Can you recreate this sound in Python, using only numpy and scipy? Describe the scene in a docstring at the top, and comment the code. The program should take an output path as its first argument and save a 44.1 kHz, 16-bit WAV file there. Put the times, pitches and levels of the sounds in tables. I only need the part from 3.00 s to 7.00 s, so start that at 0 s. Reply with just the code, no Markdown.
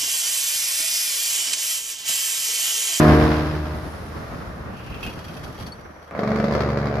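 """A diesel truck passes by.

A six-cylinder truck pulls away, its engine pulsing through open exhaust stacks.
The trailer rolls past with rumbling tyres and steel fittings that rattle at each jolt.
Then the engine brake hammers compressed air out of the stacks, led by two cylinders at first."""
import sys
import numpy as np
from scipy import signal
from scipy.fft import rfft, irfft
from scipy.io import wavfile
from scipy.ndimage import uniform_filter1d

SR = 44100
rng = np.random.default_rng(int(sys.argv[2]) if len(sys.argv) > 2 else 0)


def digitize_waveform(pressure):
    """Quantize a signal to 16-bit integers and store it at the path in sys.argv[1].

    Rows of a 2-D input are taken as channels; values are limited to [-1, 1].
    """
    field = np.atleast_2d(pressure).T
    bounded = np.clip(field, -1, 1)
    quanta = np.round(bounded * 32767).astype(np.int16)
    wavfile.write(sys.argv[1], SR, quanta)


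N = 176400
T, HZ = np.arange(N) / SR, np.fft.rfftfreq(N, 1 / SR)

# The pulling engine. Each row: time in seconds, then pulse, hum and clatter gains in dB.
ENGINE_LEVELS = [(0, -16, -23, -25.5), (.1, -22.5, -19.5, -22.5), (.4, -37, -26, -28),
                 (.68, -44, -30.5, -35.5), (1.05, -54, -39.5, -56), (1.9, -61, -49.5, -80)]
# Tone colours of pipe and clatter. Each row: frequency in Hz, relative level in dB.
PIPE_COLOUR = [(100, -20.5), (400, 1.5), (720, -2.5), (860, -12.5), (1100, -1.5), (1700, -10), (6000, -40)]
CLATTER_COLOUR = [(30, -29), (60, 8), (400, 0.5), (1500, -4), (3200, -15.5), (5200, -18.5), (8000, -47)]
# Firing strengths in dB, used twice in each engine cycle.
CYLINDER_DB = [2, -1.5, 0]
# Engine tones. Each row: multiple of the firing rate, starting dB above the hum gain.
HUM_TONES = [(1, -1), (2, 4), (3, -2), (3.55, -4), (4, 5), (4.67, 0.5), (5.67, -9), (9.36, -5)]

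# Engine speed while braking. Each row: time in seconds, firings per second.
BRAKE_SPEED = [(3.11, 77), (3.2, 71), (3.5, 73.4), (3.65, 72), (4, 71.1)]
# The brake. Each row: time in seconds, then blast and crackle gains in dB.
BRAKE_LEVELS = [(3.11, -32.5, -68), (3.18, -22.5, -44.5), (3.36, -22, -41.5), (3.61, -25, -43),
                (3.73, -29.5, -48.5), (4, -28.5, -48.5)]
# Tone colours of blast and crackle. Each row: frequency in Hz, relative level in dB.
BLAST_COLOUR = [(40, -17.5), (190, 0), (310, -2.5), (480, 1.5), (650, 3), (830, -8), (1100, -6),
                (2200, -14.5), (6000, -69)]
CRACKLE_COLOUR = [(3000, -2.5), (4600, 2.5), (6800, -11), (8300, -22), (12500, -20)]
# Booming stacks. Each row: multiple of the firing rate, dB at first, dB once settled.
BOOM_TONES = [(1, -37, -33.5), (1.67, -39, -31.5), (2, -33, -31), (2.67, -32, -43), (3, -24.5, -33),
              (6, -33, -43)]
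# Times in seconds when a firing cracks harder.
HARD_CRACKS = [3.387, 3.551, 3.607, 3.773]

# The tyres. Each row: time in seconds, then rumble, roar and hiss levels in dB.
TYRE_LEVELS = [(0, -21.5, -22, -31.5), (.6, -36, -39.5, -44.5), (1.35, -35.5, -37, -46),
               (1.7, -38, -39.5, -51.5), (2.03, -36, -40.5, -46), (2.68, -38.5, -41, -48.5),
               (2.8, -44.5, -43.5, -56), (3.2, -59, -44, -58.5)]
# Their tone colours. Each row: frequency in Hz, relative level in dB.
RUMBLE_COLOUR = [(22, -41), (48, 0.5), (170, -1.5), (450, -14.5), (2500, -64)]
ROAR_COLOUR = [(120, -13.5), (620, -0.5), (900, -7), (1200, -3.5), (1900, -11), (7000, -55)]
HISS_COLOUR = [(900, 7), (2500, 0), (5400, -2), (8200, -16.5), (9700, -10.5), (13000, -10), (15000, -42)]
# Trailer jolts. Each row: start in seconds, then rattle and clank gains in dB.
JOLTS = [(1.942, -51, -33), (2.027, -39, -26.5), (2.062, -41, -29), (2.28, -45.5, -41.5),
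         (2.365, -44.5, -42), (2.435, -45, -51), (2.597, -45, -52), (2.662, -43.5, -47)]
# Ringing pitches of the fittings and the frame, in Hz.
STEEL_HZ = [3270, 4630, 5860, 10600, 12000]
FRAME_HZ = [2510, 2640, 2790, 3100]
# A loose link is struck. Each row: start in seconds, gain in dB.
CLINKS = [(2.663, -37), (2.72, -30.5)]
# Its tones. Each row: pitch in Hz, relative level in dB, seconds to fade by 60 dB.
LINK_TONES = [(4460, 0.5, 0.059), (8740, -17.5, 0.078)]
# Whining parts. Each row: time when nearest and swell width in seconds, pitch and width in Hz, dB.
WHINES = [(.93, 0.15, 9900, 1380, -60), (1.98, 0.18, 2660, 700, -47.5), (2.65, 0.34, 5820, 220, -65)]

# How alike left and right are. Each row: frequency in Hz, likeness from 0 to 1.
LIKENESS = [(200, 0.83), (650, 1), (2800, 0), (13000, 0.4)]
ROAD_LIKENESS = [(220, 0.84), (1400, 0.023)]
# Outdoor echoes. Each row: frequency in Hz, seconds to fade by 60 dB.
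ECHO_FADE = [(600, 0.79), (10000, 0.13)]


def engine(firing_hz=76.75, dulling_db=13, road_echo_s=.005):
    """Firing cylinders make exhaust pulses, hum and clatter."""
    turns = firing_hz * T - 1 / 4  # counts firings
    pulse_db, hum_db, clatter_db = curves(ENGINE_LEVELS)
    clicks = firings(turns, CYLINDER_DB)
    # As the stacks move away, tones lose dulling_db per second for each octave up.
    hum = sum(tone(k * turns, hum_db + db - dulling_db * np.log2(k) * T) for k, db in HUM_TONES)
    exhaust = amp(pulse_db) * colour(clicks, PIPE_COLOUR)[0]
    road_echo = .62 * np.interp(T - road_echo_s / (1 + T), T, exhaust)  # closes in as the cab leaves
    clatter = amp(clatter_db + 2 * drift(20)) * colour(puffs(clicks, .005, steady=1), CLATTER_COLOUR)
    return .5 * outdoors((exhaust + road_echo)[None], wet_db=0) + clatter + hum


def engine_brake(start_s=3.1105, all_cylinders_s=3.5, settle_s=3.537):
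    """Each cylinder dumps its compressed air with a blast, a puff and a crackle; the stacks boom."""
    turns = np.cumsum(curves(BRAKE_SPEED)[0] * (T >= start_s)) / SR
    blast_db, crackle_db = curves(BRAKE_LEVELS)
    surge = np.cos(2 * np.pi * (turns - 1) / 6)  # one swell per engine cycle
    clicks = firings(np.ceil(turns), [0]) * amp(.7 * surge)
    for s in HARD_CRACKS:
        clicks *= amp(4 * (abs(T - s) < 1 / 200))
    engaged = (T > all_cylinders_s) | (np.round(turns) % 3 == 0)  # two of the six lead
    clicks *= np.where(engaged, 1, amp(-9))
    blast = -colour(clicks, BLAST_COLOUR) * amp(-5.5)
    gas = colour(puffs(clicks, decay_s=.0045, steady=.25), BLAST_COLOUR) * amp(-2.5)
    crackle = colour(puffs(clicks * amp(2.3 * surge), decay_s=.0045, steady=.22), CRACKLE_COLOUR)
    settled = np.clip((T - settle_s) / .15 + .5, 0, 1)
    boom = sum(tone(k * turns + .5, first + (then - first) * settled) for k, first, then in BOOM_TONES)
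    boom *= np.clip((T - start_s) / .16, 0, 1) ** 2  # fades in
    stacks = amp(blast_db) * (blast + gas) + amp(crackle_db) * crackle * amp([[2], [-2]])
    return outdoors(stacks * (T >= start_s), wet_db=-6.5) + boom


def tyres():
    """Rolling tyres rumble, roar and hiss, swelling with the bumps."""
    rumble_db, roar_db, hiss_db = curves(TYRE_LEVELS)
    bumps = drift(26)
    rumble = amp(rumble_db + 2.4 * bumps) * colour(noise(ROAD_LIKENESS), RUMBLE_COLOUR)
    roar = amp(roar_db + bumps + drift(41)) * colour(noise(ROAD_LIKENESS), ROAR_COLOUR)
    hiss = amp(hiss_db + .5 * bumps) * colour(noise(), HISS_COLOUR)
    return rumble + roar + hiss


def fittings(rise_s=.003, fade_s=.09, chatter_start_s=1.73, taps_per_s=60):
    """Jolts rattle the fittings and clank the frame; a link rings and small parts chatter."""
    out, t = np.zeros((2, N)), T[:SR // 2]
    scrape = colour(noise(), HISS_COLOUR)
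    rise = np.minimum(t / rise_s, 1)
    shape = rise * amp(-60 * t / fade_s)
    size = np.sqrt(np.mean(shape ** 2))
    lean_left = amp([[2], [-2]])
    for s, rattle_db, clank_db in JOLTS:
        contacts = rng.standard_normal((2, len(t))) * shape
        rattle = size * ring(contacts, STEEL_HZ) * lean_left
        rattle += 1.9 * shape * scrape[:, round(s * SR):][:, :len(t)]
        clank = size * ring(contacts * shape, FRAME_HZ) / lean_left
        add(out, s, amp(rattle_db) * rattle + amp(clank_db) * clank)
    for s, db in CLINKS:
        clink = sum(amp(db + level - 60 * t / fade) * np.sin(2 * np.pi * hz * t)
                    for hz, level, fade in LINK_TONES)
        add(out, s, clink * rise * lean_left)
    taps = rng.random(N) * (rng.random(N) < taps_per_s / SR) * (T > chatter_start_s)
    chatter = unit(scrape * signal.fftconvolve(taps, shape ** 2)[:N])
    hiss_db = curves(TYRE_LEVELS)[2]
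    return out + amp(hiss_db) * .5 * (chatter + .5 * ring(chatter, STEEL_HZ))


def whines():
    """Parts of the running gear go by, each a narrow band of noise that swells and flutters."""
    out = np.zeros((2, N))
    for s, length, hz, width, db in WHINES:
        band = unit(irfft(rfft(noise()) / (1 + (2 * (HZ - hz) / width) ** 2), N))
        swell = np.exp(-.5 * ((T - s) / length) ** 2)
        out += band * amp(db + 2 * drift(18)) * swell
    return out


def outdoors(x, wet_db):
    """Adds scattered echoes from road, trailer and trees."""
    taps = rng.standard_normal((2, SR // 2)) * (rng.random((2, SR // 2)) < 2000 / SR)
    taps[:, :SR // 300] = 0  # gap before the first echo
    hz, t, spectra = signal.stft(taps, SR, nperseg=256)
    tail = signal.istft(spectra * amp(-60 * t / read(ECHO_FADE, hz)[:, None]), SR, nperseg=256)[1]
    lowpass = signal.butter(1, 900, fs=SR, output="sos")
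    tail[1] += signal.sosfilt(lowpass, tail[0] - tail[1])  # bass is alike on both sides
    return x + amp(wet_db) * signal.fftconvolve(x, tail / np.linalg.norm(tail[0]), axes=1)[:, :N]


def firings(turns, cylinder_db):
    """One click per firing, each cylinder at its own strength."""
    at = np.flatnonzero(np.diff(np.floor(turns)) > 0)
    clicks = np.zeros(N)
    clicks[at] = amp(np.resize(cylinder_db, len(at)) + rng.standard_normal(len(at)))
    return clicks / np.sqrt(np.mean(clicks[at[0]:] ** 2))


def puffs(clicks, decay_s, steady):
    """Gas noise bursts out at each click, over a steady flow."""
    burst = signal.lfilter([1], [1, -np.exp(-1 / (decay_s * SR))], clicks)
    burst = uniform_filter1d(burst, size=64)
    burst /= np.sqrt(np.mean(burst[burst > 0] ** 2))
    return noise() * (burst + steady) / (1 + steady)


def tone(turns, db):
    """A clean, slightly wavering exhaust tone."""
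    return amp(db + 1.6 * drift(8)) * np.sqrt(2) * np.cos(2 * np.pi * turns + .27 * drift(8))


def ring(contacts, pitches, fade_s=.12):
    """Struck steel rings, never quite at the same pitch; higher tones are weaker."""
    t, tail = T[:SR // 2], 0
    for hz in pitches:
        detune = 1 + rng.standard_normal() / 100
        tail += amp(-60 * t / fade_s) / np.sqrt(hz) * np.sin(2 * np.pi * hz * detune * t)
    return unit(signal.fftconvolve(contacts, tail[None], axes=1)[:, :contacts.shape[1]])


def colour(x, spectrum, size=4096):
    """Gives a sound a tone colour, with a filter that rings only after each hit."""
    gains = amp(read(spectrum, np.fft.rfftfreq(2 * size, 1 / SR)))
    cepstrum = irfft(np.log(gains))
    cepstrum[1:size] *= 2
    cepstrum[size + 1:] = 0
    taps = irfft(np.exp(rfft(cepstrum)))[:size]
    return signal.oaconvolve(np.atleast_2d(x), taps[None] / np.linalg.norm(taps), axes=1)[:, :N]


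def noise(likeness=LIKENESS):
    """White noise, partly alike on the left and right."""
    left, other = rfft(rng.standard_normal((2, N)))
    share = np.clip(read(likeness), -1, 1)
    return irfft(np.array([left, share * left + np.sqrt(1 - share ** 2) * other]), N)


def drift(hz):
    """Slow random movement of typical size 1."""
    return unit(irfft(rfft(rng.standard_normal(N)) * np.exp(-(HZ / hz) ** 2) * (HZ > 0), N))


def amp(db):
    """Turns decibels into gain."""
    return 10 ** (np.asarray(db) / 20)


def unit(x):
    """Scales to an average power of 1."""
    return x / np.sqrt(np.mean(x ** 2) + 1e-20)


def curves(table):
    """Turns each column of a time table into a curve."""
    s, *columns = np.transpose(table)
    return [np.interp(T, s, c) for c in columns]


def read(points, hz=HZ):
    """Reads between the rows of a frequency table."""
    f, value = np.transpose(points)
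    return np.interp(np.log(hz + 1), np.log(f + 1), value)


def add(mix, s, sound):
    """Mixes a sound in at s seconds."""
    part = mix[..., round(s * SR):][..., :sound.shape[-1]]
    part += sound[..., :part.shape[-1]]


def scene():
    """The whole truck and trailer."""
    return engine() + tyres() + whines() + fittings() + engine_brake()


def record(dry, top_hz=14300):
    """Rounds off the highest peaks and cuts the top treble."""
    soft = dry / (1 + (dry / .95) ** 8) ** (1 / 8)
    lowpass = signal.firwin(301, top_hz, window=("kaiser", 8), fs=SR)
    return signal.oaconvolve(soft, lowpass[None], "same")


dry = scene()
out = record(dry)
digitize_waveform(out)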